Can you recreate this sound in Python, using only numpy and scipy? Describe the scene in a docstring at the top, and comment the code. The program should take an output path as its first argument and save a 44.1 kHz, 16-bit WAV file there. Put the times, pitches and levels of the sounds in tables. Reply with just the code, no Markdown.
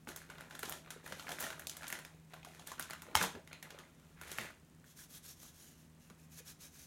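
"""In a small, bright room an appliance hums and a faint electrical tick repeats from start to end.
Slimy hands wipe on a paper towel: the damp paper crumples, sticky folds snap and air pockets pop.
Now and then a hand bumps the table; at about 3 s one hard knock on it comes with a loud rustle.
Just after 4 s the paper rasps along the skin. From about 5 s the palms rub together in quick strokes,
hissing as the ridges of the skin catch on each other, with a few light taps."""
import sys
import numpy as np
from scipy import signal
from scipy.fft import rfft, irfft
from scipy.io import wavfile
from scipy.ndimage import uniform_filter1d

SR = 44100
rng = np.random.default_rng(int(sys.argv[2]) if len(sys.argv) > 2 else 0)


def int16_out(signal):
    """Quantize to a 16-bit WAV file."""
    q = np.round(np.clip(np.atleast_2d(signal).T, -1, 1) * 32767)
    wavfile.write(sys.argv[1], SR, q.astype(np.int16))


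N = 302526


# Tone of the whole damp sheet flapping: f/Hz, level/dB
SHEET_TONE = [(60, -30.5), (150, 0), (280, -2.5), (450, -6), (750, 0), (1000, 1.5), (1600, -25.5)]
# Tone of the air trapped between the folds: f/Hz, level/dB
SQUELCH_TONE = [(500, -20.5), (900, -0.5), (1150, -1), (1550, -1.5), (2300, 6.5), (3000, -2), (4200, -1.5),
                (8000, -74)]
# Tone of fibres and sticky film tearing: f/Hz, level/dB
TEARING_TONE = [(1800, -14.5), (3200, 2.5), (4000, 0.5), (4900, -2), (6500, 2.5), (8000, -1.5),
                (11000, -0.5), (13500, -4), (16000, -13)]

def crumple():
    """Countless small folds and wet pockets give way as the hands squeeze the towel."""
    sheet_gain, squelch_gain, tearing_gain = grip()
    sheet = from_db(-8.5) * colour(grains(per_s=350, spread_db=7, bed_db=-3.5), SHEET_TONE)
    sheet += from_db(-5) * pockets(per_s=100, hz=563, spread_octaves=0.41, cycles=8.5, spread_db=5.5)
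    squelch = from_db(-7) * colour(grains(per_s=160, spread_db=4.5, bed_db=-6), SQUELCH_TONE)
    squelch += from_db(-3.5) * pockets(per_s=130, hz=1450, spread_octaves=0.22, cycles=20, spread_db=6.5)
    tearing = from_db(-5.5) * colour(grains(per_s=320, spread_db=2.5, bed_db=-1.5), TEARING_TONE)
    return sheet_gain * sheet + squelch_gain * squelch + tearing_gain * tearing


# Squeezes of the towel: start t/s, length/s, sheet level/dB, squelch level/dB, tearing level/dB
SQUEEZE_TIMES = [(0.069, 0.027, -53, -56.5, -52), (0.15, 0.077, -64, -58, -60),
                 (0.285, 0.18, -60, -61.5, -68), (0.492, 0.065, -55.5, -59, -60.5),
                 (0.635, 0.11, -52.5, -58.5, -52), (0.835, 0.16, -63.5, -61, -74),
                 (1.034, 0.44, -58.5, -58.5, -57.5), (1.283, 0.042, -51, -54, -52),
                 (1.395, 0.068, -50.5, -50, -46.5), (1.492, 0.15, -60.5, -62, -63.5),
                 (1.687, 0.15, -63, -57.5, -74), (1.8, 0.2, -61, -58.5, -59),
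                 (1.984, 0.16, -65, -69.5, -74), (2.297, 0.082, -67, -60, -69),
                 (2.443, 0.2, -64.5, -62.5, -63), (2.659, 0.049, -60, -55, -52.5),
                 (2.768, 0.26, -83, -60.5, -67), (3.044, 0.083, -57, -61, -71),
                 (3.144, 0.027, -53, -37, -39), (3.197, 0.032, -41, -40, -40),
                 (3.339, 0.022, -50.5, -67, -83), (3.505, 0.035, -65, -57.5, -81),
                 (3.634, 0.2, -60, -61, -81), (3.855, 0.29, -73, -75, -75.5), (4.206, 0.068, -61, -64, -60),
                 (4.265, 0.16, -58.5, -64, -53), (4.375, 0.078, -56, -55.5, -53)]

def grip(close_s=0.01, settle_db_per_s=293, uneven_db=1.5):
    """How strongly the paper flaps, squelches and tears: the grip closes fast, then the paper settles."""
    t = np.arange(N) / SR
    power = np.zeros((3, N))
    for start, length, *levels_db in SQUEEZE_TIMES:
        rise = np.clip((t - start) / close_s, 0, 1)
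        release = from_db(-settle_db_per_s * np.clip(t - start - length, 0, 1))
        power += np.outer(from_db(levels_db), rise * release) ** 2
    return np.sqrt(power) * from_db(uneven_db * drift(rate_hz=60))   # it yields in fits and starts


def pockets(per_s, hz, spread_octaves, cycles, spread_db, count=12, size=1600):
    """Tiny air pockets burst at random, each ringing briefly at its own pitch around hz."""
    bursts = random_clicks(per_s) * uneven_sizes(spread_db)
    pitch_index = rng.binomial(count - 1, 0.5, N)   # middle pitches come up most often
    pitches = hz * 2 ** (spread_octaves * np.linspace(-np.pi, np.pi, count))
    out = np.zeros(N)
    for k, pitch in enumerate(pitches):
        out += signal.oaconvolve(bursts * (pitch_index == k), bubble(pitch, cycles / pitch)[:size])[:N]
    return out / np.sqrt(uniform_filter1d(out ** 2, size) + 0.13 * np.mean(out ** 2))   # even the level


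def bubble(hz, t60, glide=0.094):
    """An air pocket rings higher as it shrinks; t60 is the fade time, the seconds to drop by 60 dB."""
    t = np.arange(SR // 10) / SR
    pitch = hz * (1 + glide * np.minimum(t / t60, 1))
    return np.sin(2 * np.pi * np.cumsum(pitch) / SR) * from_db(-60 * t / t60)


# Sticky folds snapping open, then a few light taps of the hands as they rub:
# t/s, pop f/Hz, ring length/cycles, pop level/dB, crack level/dB, crack treble tilt/(dB per octave)
SNAPS_AND_TAPS = [(.073, 1310, 5.9, -45.5, -70, -10), (.088, 1530, 12, -47, -49.5, 2),
                  (.117, 1650, 14, -52, -64, -4), (.161, 1460, 12, -51, -43, 6),
                  (0.3, 1500, 18, -47.5, -53.5, -2), (0.3156, 1600, 8.6, -56, -70, -6),
                  (.383, 1330, 12, -51.5, -55, -17), (.402, 1730, 12, -59, -66, -8),
                  (0.4082, 1530, 11, -48.5, -54, 0), (.509, 1530, 14, -50.5, -54.5, -5),
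                  (0.5241, 1600, 16, -53, -66, -4), (.551, 1500, 13, -47.5, -49.5, -2),
                  (.592, 1630, 9.9, -48, -43.5, 4.5), (.628, 1500, 11, -48, -51, 3),
                  (0.6309, 1540, 12, -37.5, -43, 1), (.6542, 990, 12, -56, -46, -5),
                  (0.6954, 1330, 6.4, -48, -39, 13), (.7232, 1700, 8.9, -44.5, -42, -2.5),
                  (0.9046, 1520, 24, -46.5, -43, 1), (1.062, 1770, 14, -47, -52.5, 4),
                  (1.123, 1550, 13, -41, -46, -5), (1.196, 1390, 16, -48, -46.5, -5),
                  (1.268, 1650, 28, -44, -68, -8), (1.282, 1560, 6, -44, -60, -13),
                  (1.291, 740, 7.4, -46.5, -46, 0), (1.2924, 1500, 15, -45.5, -52, -9),
                  (1.318, 1950, 16, -59, -42.5, -0.5), (1.386, 1580, 8, -42.5, -64, -17),
                  (1.391, 1620, 12, -55, -49, 1), (1.4, 1010, 9.3, -58, -43, 6),
                  (1.405, 1570, 18, -44, -38, 10), (1.413, 1410, 11, -47, -47, 4),
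                  (1.4252, 1370, 9.4, -43.5, -42, 4), (1.4391, 1800, 22, -40.5, -45, 1),
                  (1.466, 1460, 16, -43, -61, 0), (1.503, 1500, 18, -42, -47.5, -1),
                  (1.528, 1570, 16, -46, -55, -3), (1.595, 1620, 16, -48, -46, 6),
                  (1.62, 1570, 16, -52, -68, 5), (1.670, 4320, 26, -46.5, -39, .5),
                  (1.696, 1590, 10, -58, -40, 1.5), (1.768, 990, 8, -56, -45.5, 2.5),
                  (1.8218, 1470, 10, -50, -64, -10), (1.832, 1630, 11, -47, -52, -3),
                  (1.842, 1500, 8.6, -44, -52, -6), (1.868, 2570, 17, -62, -48.5, -4),
                  (1.881, 1540, 10, -67, -42, 3.5), (1.902, 1850, 7.6, -43.5, -45, 11),
                  (1.9263, 1780, 6.5, -37.5, -39.5, 2), (1.9522, 1550, 16, -49, -54, -6),
                  (1.9892, 1760, 8.7, -50, -52.5, 3), (2.0496, 1690, 7.3, -49, -50.5, -.5),
                  (2.3348, 760, 7.7, -55, -53, -10), (2.339, 810, 7.8, -52, -58.5, 5),
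                  (2.43, 2450, 18, -54, -72, -13), (2.448, 1060, 7.7, -51.5, -51, -2.5),
                  (2.595, 692, 8.2, -55.5, -53, -5), (2.672, 910, 7.9, -53, -44.5, 2.5),
                  (2.7173, 1000, 8.9, -44.5, -48, -1), (2.781, 1500, 12, -52, -63, -7),
                  (2.796, 1450, 11, -38.5, -38, 7), (2.809, 1410, 12, -55, -47.5, -8),
                  (2.825, 1390, 13, -53, -44, -0.5), (2.899, 1260, 9.5, -48.5, -52, 7),
                  (2.908, 1610, 5.5, -42, -44, -2.5), (2.933, 1540, 9.6, -43.5, -50, 5),
                  (3.02, 1380, 8.8, -52.5, -48.5, 4), (3.162, 1400, 8.8, -43.5, -32.5, -2),
                  (3.1708, 2070, 23, -32, -35, -5), (3.213, 1550, 10.5, -30, -41, -15),
                  (3.2262, 1510, 22, -45, -31.5, -2), (3.2374, 920, 10, -31.5, -41, 11),
                  (3.301, 1570, 10, -60, -68, -9), (3.351, 1610, 22, -48, -61, -15),
                  (3.475, 1990, 11, -54.5, -58, -0.5), (3.530, 2270, 7, -47.5, -51, -4),
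                  (3.6267, 1893, 21, -46.5, -48, 4), (3.705, 1580, 16, -50.5, -50.5, -3.5),
                  (3.788, 1620, 14, -55, -52, -2.5), (3.8, 1500, 12, -57, -63, -7),
                  (4.213, 1400, 11, -47.5, -50, 4.5), (4.2345, 1700, 14, -51, -62, 4),
                  (4.316, 1580, 14, -52, -43, 2), (4.3852, 1930, 6.4, -34.5, -46, 6),
                  (4.505, 1440, 10, -53, -74, -3), (4.842, 1700, 12, -60.5, -73, 11),
                  (5.4308, 860, 8.6, -59, -55, 3), (5.453, 1210, 10, -65, -71, -3),
                  (6.1, 1300, 8, -55.5, -59.5, -1.5), (6.1062, 1390, 5.6, -61, -70, -3),
                  (6.4, 2400, 30, -59, -69, 2)]

def snaps(small_folds):
    """Sticky folds snap open; later the same kind of sound gives the light taps of the rubbing hands."""
    out = np.zeros(N)
    for start, *shape in SNAPS_AND_TAPS + small_folds:
        add(out, start, snap(*shape))
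    return out


def snap(hz, cycles, pop_db, crack_db, tilt_db, size=1024):
    """The sheet flaps, fibres crack and a pocket opens: a dry tick if it rings briefly, else a wet pop."""
    t60 = max(cycles, 2) / hz
    flap = from_db(-8.5) * flutter(SHEET_TONE, t60=0.031, rise_s=0.00013)
    splat_tone = [(hz / 4, -26), (hz * 0.64, -5), (hz, 0), (hz * 1.43, -1), (hz * 3, -14), (hz * 6, -35)]
    splat = from_db(-4.5) * flutter(splat_tone, t60=2.36 * t60, rise_s=0.00052)
    pop = from_db(-2.3) * rms_one(fade_in(size, 0.083 * t60) * bubble(hz, t60)[:size])
    crack_tone = [(f, db + tilt_db * np.log2(f / SR)) for f, db in TEARING_TONE]
    crack = flutter(crack_tone, t60=2.6 * t60, rise_s=0.000051)
    scale = np.sqrt(0.004 * SR / size)   # levels count as if all the energy fell within 4 ms
    return scale * (from_db(pop_db) * (pop + splat + flap) + from_db(crack_db) * crack)


def small_snaps(per_s=5, louder_db=4, hz=1500, spread_octaves=0.19, cycles=5.8, tries=4):
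    """Small folds let go at random in a squeeze, a bit louder than its crackle; rows for snaps()."""
    rows = []
    for start, length, _, squelch_db, tearing_db in SQUEEZE_TIMES:
        for when, height, luck in rng.random((tries, 3)):
            if luck < per_s * length / tries:
                pitch = hz * 2 ** (spread_octaves * (2 * height - 1))
                pop_db, crack_db = squelch_db + louder_db, tearing_db + louder_db
                rows.append((start + when * length, pitch, cycles, pop_db, crack_db, 0))
    return rows


def flutter(tone, t60, rise_s, size=1024):
    """A quick swell of tiny cracks, made from noise that dies within milliseconds."""
    t = np.arange(size) / SR
    burst = rng.standard_normal(size) * from_db(-60 * t / t60) * fade_in(size, rise_s)
    return rms_one(colour(burst, tone))


# Larger pockets of slime opening: t/s, f/Hz, level/dB
SLIME_PLOPS = [(.962, 437, -39), (1.304, 700, -33.5), (2.47, 725, -39), (3.084, 496, -41)]

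def plops():
    """A large pocket opens without a crack and rings briefly: a round plop."""
    out = np.zeros(N)
    rise = fade_in(SR // 10, rise_s=0.0016)
    for start, hz, level_db in SLIME_PLOPS:
        add(out, start, from_db(level_db) * rise * bubble(hz, t60=0.024))
    return out


# Paper dragged along the skin, swelling and stopping: t/s, level/dB
DRAG_LEVEL = [(4.17, -66), (4.22, -61.5), (4.3, -58.5), (4.38, -59), (4.4, -57), (4.46, -53), (4.5, -65),
              (4.56, -87)]
# Tone of that rasp: f/Hz, level/dB
DRAG_TONE = [(700, -20), (1200, -6), (1600, -2), (2200, -4), (2800, -10), (4500, -20), (9000, -29)]

def drag():
    """Damp paper sticks and slips on the skin in a dense, nasal rasp."""
    t = np.arange(N) / SR
    moving = (t > DRAG_LEVEL[0][0]) & (t < DRAG_LEVEL[-1][0])
    rasp = colour(grains(per_s=790, spread_db=3, bed_db=-8), DRAG_TONE)
    return moving * from_db(in_time(DRAG_LEVEL)) * rasp


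# Two edges landing on the table in turn: t/s, level/dB, contact length/s
KNOCK_HITS = [(3.1524, -13.5, .00008), (3.1549, -17.5, 0.00069)]
# Notes of the knock, short ones from the table and long faint ones lingering in the room:
# f/Hz, level/dB, fade time/s
KNOCK_NOTES = [(894, -23, .17), (980, -29, .15), (970, 3, .012), (1400, 0, .006), (1472, -29, .2),
               (2142, -31, .17), (2184, -29, .2), (2230, -10, .011), (3125, 0, .011), (3260, -34, .15),
               (5400, -1.5, .009), (6180, -37, .2), (6590, -27, .16)]
# Tone of two hard surfaces meeting: f/Hz, level/dB
CHATTER_TONE = [(200, -40), (600, -22), (1000, 2.5), (2200, 3), (4000, -4.5), (6000, -3), (9500, -2),
                (16000, -13)]

def knock(chatter_db=-20.5):
    """A hard hit sets the table and the room ringing under a bright chatter; a longer hit is duller."""
    out = np.zeros(N)
    notes = sum(from_db(db) * ring(hz, t60) * (-1) ** k for k, (hz, db, t60) in enumerate(KNOCK_NOTES))
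    notes *= fade_in(len(notes), rise_s=0.00083)
    for when, level_db, contact_s in KNOCK_HITS:
        push = np.hanning(int(contact_s * SR) + 3)
        add(out, when - contact_s / 2, from_db(level_db) * np.convolve(notes, push / push.sum()))
        chatter = flutter(CHATTER_TONE, t60=0.0089, rise_s=0.00045)
        add(out, when, from_db(level_db + chatter_db) * chatter)
    return out


# Strokes of palm on palm: middle t/s, length/s, hiss level/dB
PALM_STROKES = [(4.896, 0.11, -64.5), (5.012, 0.12, -56), (5.131, 0.099, -57), (5.173, 0.054, -57.5),
                (5.285, 0.13, -53.5), (5.443, 0.17, -57), (5.628, 0.24, -60.5), (5.787, 0.2, -70),
                (6.046, 0.13, -69.5), (6.219, 0.11, -69.5), (6.353, 0.11, -59.5), (6.39, 0.046, -55),
                (6.492, 0.089, -53.5), (6.641, 0.11, -55.5), (6.792, 0.18, -58.5)]
# Note of the gap between the palms, sinking as they slide apart: t/s, f/Hz
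GAP_PITCH = [(4.85, 3316), (5.48, 3426), (5.72, 2930), (5.9, 2820), (6.39, 2420), (6.62, 2405)]

def palms(gap_db=-70.5, firm_stroke_db=-44, gap_follows=0.32, gap_width_hz=160, catch_db=1.5):
    """Skin ridges catch so densely that each stroke is a fine hiss; the gap between the palms rings."""
    hiss_gain, gap_gain = np.zeros((2, N))
    for middle, length, hiss_db in PALM_STROKES:
        start = middle - length / 2
        speed = np.abs(np.sin(np.linspace(0, np.pi, int(length * SR)))) ** 0.95   # from rest to rest
        add(hiss_gain, start, from_db(hiss_db) * speed)
        add(gap_gain, start, from_db(gap_db + gap_follows * (hiss_db - firm_stroke_db)) * speed)
    hiss = friction()
    # Slow noise makes the gap's two lowest notes breathy.
    smoothing = signal.butter(2, gap_width_hz, fs=SR, output="sos")
    low, high = signal.sosfilt(smoothing, rng.standard_normal((2, N)))
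    phase = 2 * np.pi * np.cumsum(in_time(GAP_PITCH)) / SR
    gap = rms_one(rms_one(low * np.cos(phase)) + from_db(-14) * rms_one(high * np.cos(2 * phase)))
    grip_and_slip = from_db(catch_db * drift(rate_hz=110))
    return (hiss_gain * hiss + gap_gain * gap) * grip_and_slip


# Tone of skin rubbing on skin: f/Hz, level/dB
SKIN_TONE = [(200, -4), (500, -9), (850, -12), (2500, -6.5), (4900, -4), (6400, -2), (8400, -4),
             (10200, -5.5), (12200, -1.5), (13500, -6), (16000, -10)]
# Notes the cupped hands ring with: f/Hz, fade time/s, level/dB compared with the hiss
HAND_NOTES = [(1650, 0.011, -14), (3980, 0.0038, -12.5), (5550, .014, -12), (6270, 0.007, -10),
              (6930, 0.0093, -11), (9730, .003, -10.5), (11400, .0045, -14)]

def friction(patchy_db=2.8, reshape_per_s=9, size=1024):
    """Catching skin hisses and rings the hands, whose notes come and go as they change shape."""
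    hiss = colour(grains(per_s=1100, spread_db=1, bed_db=4), SKIN_TONE)
    for hz, t60, db in HAND_NOTES:
        catches = grains(per_s=640, spread_db=2.5, bed_db=-6.5)
        ringing = rms_one(signal.oaconvolve(catches, ring(hz, t60)[:size])[:N])
        hiss += from_db(db + patchy_db * drift(reshape_per_s)) * ringing
    return rms_one(hiss)


# Soft bumps of the hands on the table: t/s, f/Hz, level/dB, fade time/s
HAND_BUMPS = [(0.075, 253, -43, .07), (.631, 446, -36, 0.039), (1.122, 182, -45, 0.08),
              (1.125, 516, -35.5, .025), (3.153, 220, -43.5, 0.057), (3.155, 84.5, -36, .14),
              (3.228, 187, -40.5, 0.2), (3.238, 463, -42, 0.2), (3.346, 242, -43.5, .1),
              (3.349, 400, -44, 0.034), (3.356, 95, -51, .15), (3.372, 400, -44.5, 0.072),
              (4.386, 119.6, -54, 0.42), (4.395, 212, -48, 0.19), (4.4, 450, -53, 0.1),
              (6.104, 430, -47, 0.018), (6.108, 180, -46, .05), (6.403, 486, -50, 0.046)]

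def bumps():
    """A hand lands softly, so the table answers with one low note that swells in."""
    out = np.zeros(N)
    rise = fade_in(SR // 2, rise_s=0.0011)
    for start, hz, level_db, t60 in HAND_BUMPS:
        add(out, start, from_db(level_db) * rise * ring(hz, t60))
    return out


# How long the room echoes: f/Hz, fade time/s
ROOM_FADE = [(150, 0.44), (600, 0.25), (2000, 0.28), (6000, 0.33), (15000, 0.14)]

def room(x, echo_db=-5, gap_s=0.004, build_s=0.0018, size=16384):
    """The walls return a dense echo that builds after a short gap and dies first in the top treble."""
    t = np.arange(size) / SR
    hz = np.arange(size // 2 + 1) * SR / size
    noise_spectrum = rfft(rng.standard_normal(size))
    centres = np.geomspace(125, 16000, 8)
    tail = np.zeros(size)
    for centre, band in zip(centres, np.eye(len(centres))):
        share = at_hz(np.c_[centres, band], hz)   # picks out one octave
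        tail += irfft(noise_spectrum * share, size) * from_db(-60 * t / at_hz(ROOM_FADE, centre))
    tail = rms_one(tail * np.clip((t - gap_s) / build_s, 0, 1)) / np.sqrt(size)
    return from_db(echo_db) * signal.oaconvolve(x, tail)[:N]


# Notes the room and its furniture ring with: f/Hz, level/dB compared with the source, fade time/s
ROOM_NOTES = [(454, -6, 0.87), (650, 7, 0.28), (942, -2, 0.43), (1440, -5, 0.34), (1464, -7, 0.53),
              (1613, -7, 0.61), (1740, -15, 0.44), (2160, -8, .3), (2270, 1, .3)]

def standing_waves(x):
    """Waves bouncing back and forth make a few pitches linger in the room."""
    response = 0
    for hz, db, t60 in ROOM_NOTES:
        scale = 2 * np.log(1000) / (t60 * SR)   # so that a longer ring is no louder at its own pitch
        response += from_db(db) * scale * ring(hz, t60)
    return signal.oaconvolve(x, response)[:N]


# Notes of the appliance's hum: f/Hz, level/dB
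HUM_NOTES = [(79.6, -72.5), (159.2, -67), (238.8, -76.5)]

def appliance_hum(waver_db=2, wander_radians=0.14):
    """An appliance hums on three low notes that waver slightly in level and pitch."""
    t = np.arange(N) / SR
    hum = np.zeros(N)
    for hz, db in HUM_NOTES:
        height = np.sqrt(2) * from_db(db + waver_db * drift(rate_hz=3.746))
        hum += height * np.sin(2 * np.pi * hz * t + wander_radians * drift(rate_hz=21))
    return hum


# Tone of the room's still air: f/Hz, level/dB
AIR_TONE = [(24, -36), (33, 0.5), (42, -0.5), (70, 4.5), (115, -3), (150, 6), (200, 0), (280, -1.5),
            (450, -9.5), (800, -13.5), (2000, -17), (4900, -24), (6500, -22.5), (16000, -28.5)]

def room_air(level_db=-64.5):
    """The air of the room is a soft, steady noise, strongest in the bass."""
    return from_db(level_db) * colour(rng.standard_normal(N), AIR_TONE)


def ticking(per_s=20, first_sample=2179):
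    """A faint, even electrical tick in the treble."""
    clicks = np.zeros(N)
    clicks[first_sample::SR // per_s] = from_db(-40)
    return signal.sosfilt(signal.butter(2, [6500, 9500], "band", fs=SR, output="sos"), clicks)


def from_db(db):
    """Turn decibels into a number to multiply by."""
    return 10 ** (np.asarray(db) / 20)


def rms_one(x):
    """Scale a sound to an average strength (rms) of 1."""
    return x / np.sqrt(np.mean(x ** 2) + 1e-20)


def in_time(rows):
    """Read a (time, value) table at every sample."""
    return np.interp(np.arange(N) / SR, *np.transpose(rows))


def at_hz(rows, hz):
    """Read a (frequency, value) table with the octaves evenly spaced."""
    frequencies, values = np.transpose(rows)
    return np.interp(np.log(np.maximum(hz, 1)), np.log(frequencies), values)


def add(out, start_s, sound):
    """Mix a short sound in at its start time."""
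    start = round(start_s * SR)
    out[start:start + len(sound)] += sound[:N - start]


def fade_in(size, rise_s):
    """A smooth climb from 0 towards 1."""
    return 1 - np.exp(-np.arange(size) / SR / rise_s)


def drift(rate_hz):
    """A smooth random wobble with a typical size of 1."""
    points = rng.standard_normal(N // 8)
    return rms_one(np.interp(np.arange(N) / SR * rate_hz, np.arange(len(points)), points))


def colour(x, tone, size=4096):
    """Filter a sound to the given tone; white noise keeps its overall level."""
    gain = rms_one(from_db(at_hz(tone, np.arange(size // 2 + 1) * SR / size)))
    # Minimum phase: the filter rings only after a click, never before it.
    cepstrum = irfft(np.log(gain))
    cepstrum[1:size // 2] *= 2
    cepstrum[size // 2 + 1:] = 0
    return signal.fftconvolve(x, irfft(np.exp(rfft(cepstrum))))[:len(x)]


def ring(hz, t60):
    """One struck note: a dying sine wave."""
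    t = np.arange(SR // 2) / SR
    return np.sin(2 * np.pi * hz * t) * from_db(-60 * t / t60)


def random_clicks(per_s):
    """Clicks of +1 or -1 at random moments."""
    return (rng.random(N) < per_s / SR) * rng.choice([-1, 1], N)


def uneven_sizes(spread_db):
    """Random sizes: many small, a few large."""
    return from_db(spread_db * np.minimum(rng.exponential(1, N), 4))


def grains(per_s, spread_db, bed_db, size=1600):
    """Uneven clicks on a bed of rubbing noise, held at a steady level."""
    clicks = rms_one(random_clicks(per_s) * uneven_sizes(spread_db))
    rough = clicks + from_db(bed_db) * rng.standard_normal(N)
    return rough / np.sqrt(uniform_filter1d(rough ** 2, size) + 1e-9)


def scene(wall_count=3, table_echo_s=0.0028):
    """The snaps echo quickly off the table top, and the walls scatter the crackle."""
    towel = crumple() + plops() + drag()
    rubbing = palms()
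    small_folds = small_snaps()
    snapping = snaps(small_folds)
    direct = towel + rubbing + snapping + knock()
    add(direct, table_echo_s, from_db(-13) * snaps(small_folds))
    scattered = towel + from_db(-6) * rubbing   # the palms send most of their hiss straight ahead
    walls = sum(room(scattered + snaps(small_folds) + from_db(-4.5) * knock()) for _ in range(wall_count))
    echoes = walls / np.sqrt(wall_count) + standing_waves(towel + snapping)
    return (direct + echoes + bumps() + appliance_hum() + room_air() + ticking())[None]


def record(dry, low_cut_hz=38, high_cut_hz=16100):
    """The deepest bass is turned down gently and the highest treble is cut steeply."""
    thinned = signal.sosfilt(signal.butter(2, low_cut_hz, "high", fs=SR, output="sos"), dry)
    return signal.sosfilt(signal.ellip(10, 0.2, 70, high_cut_hz, fs=SR, output="sos"), thinned)


dry = scene()
out = record(dry)
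int16_out(out)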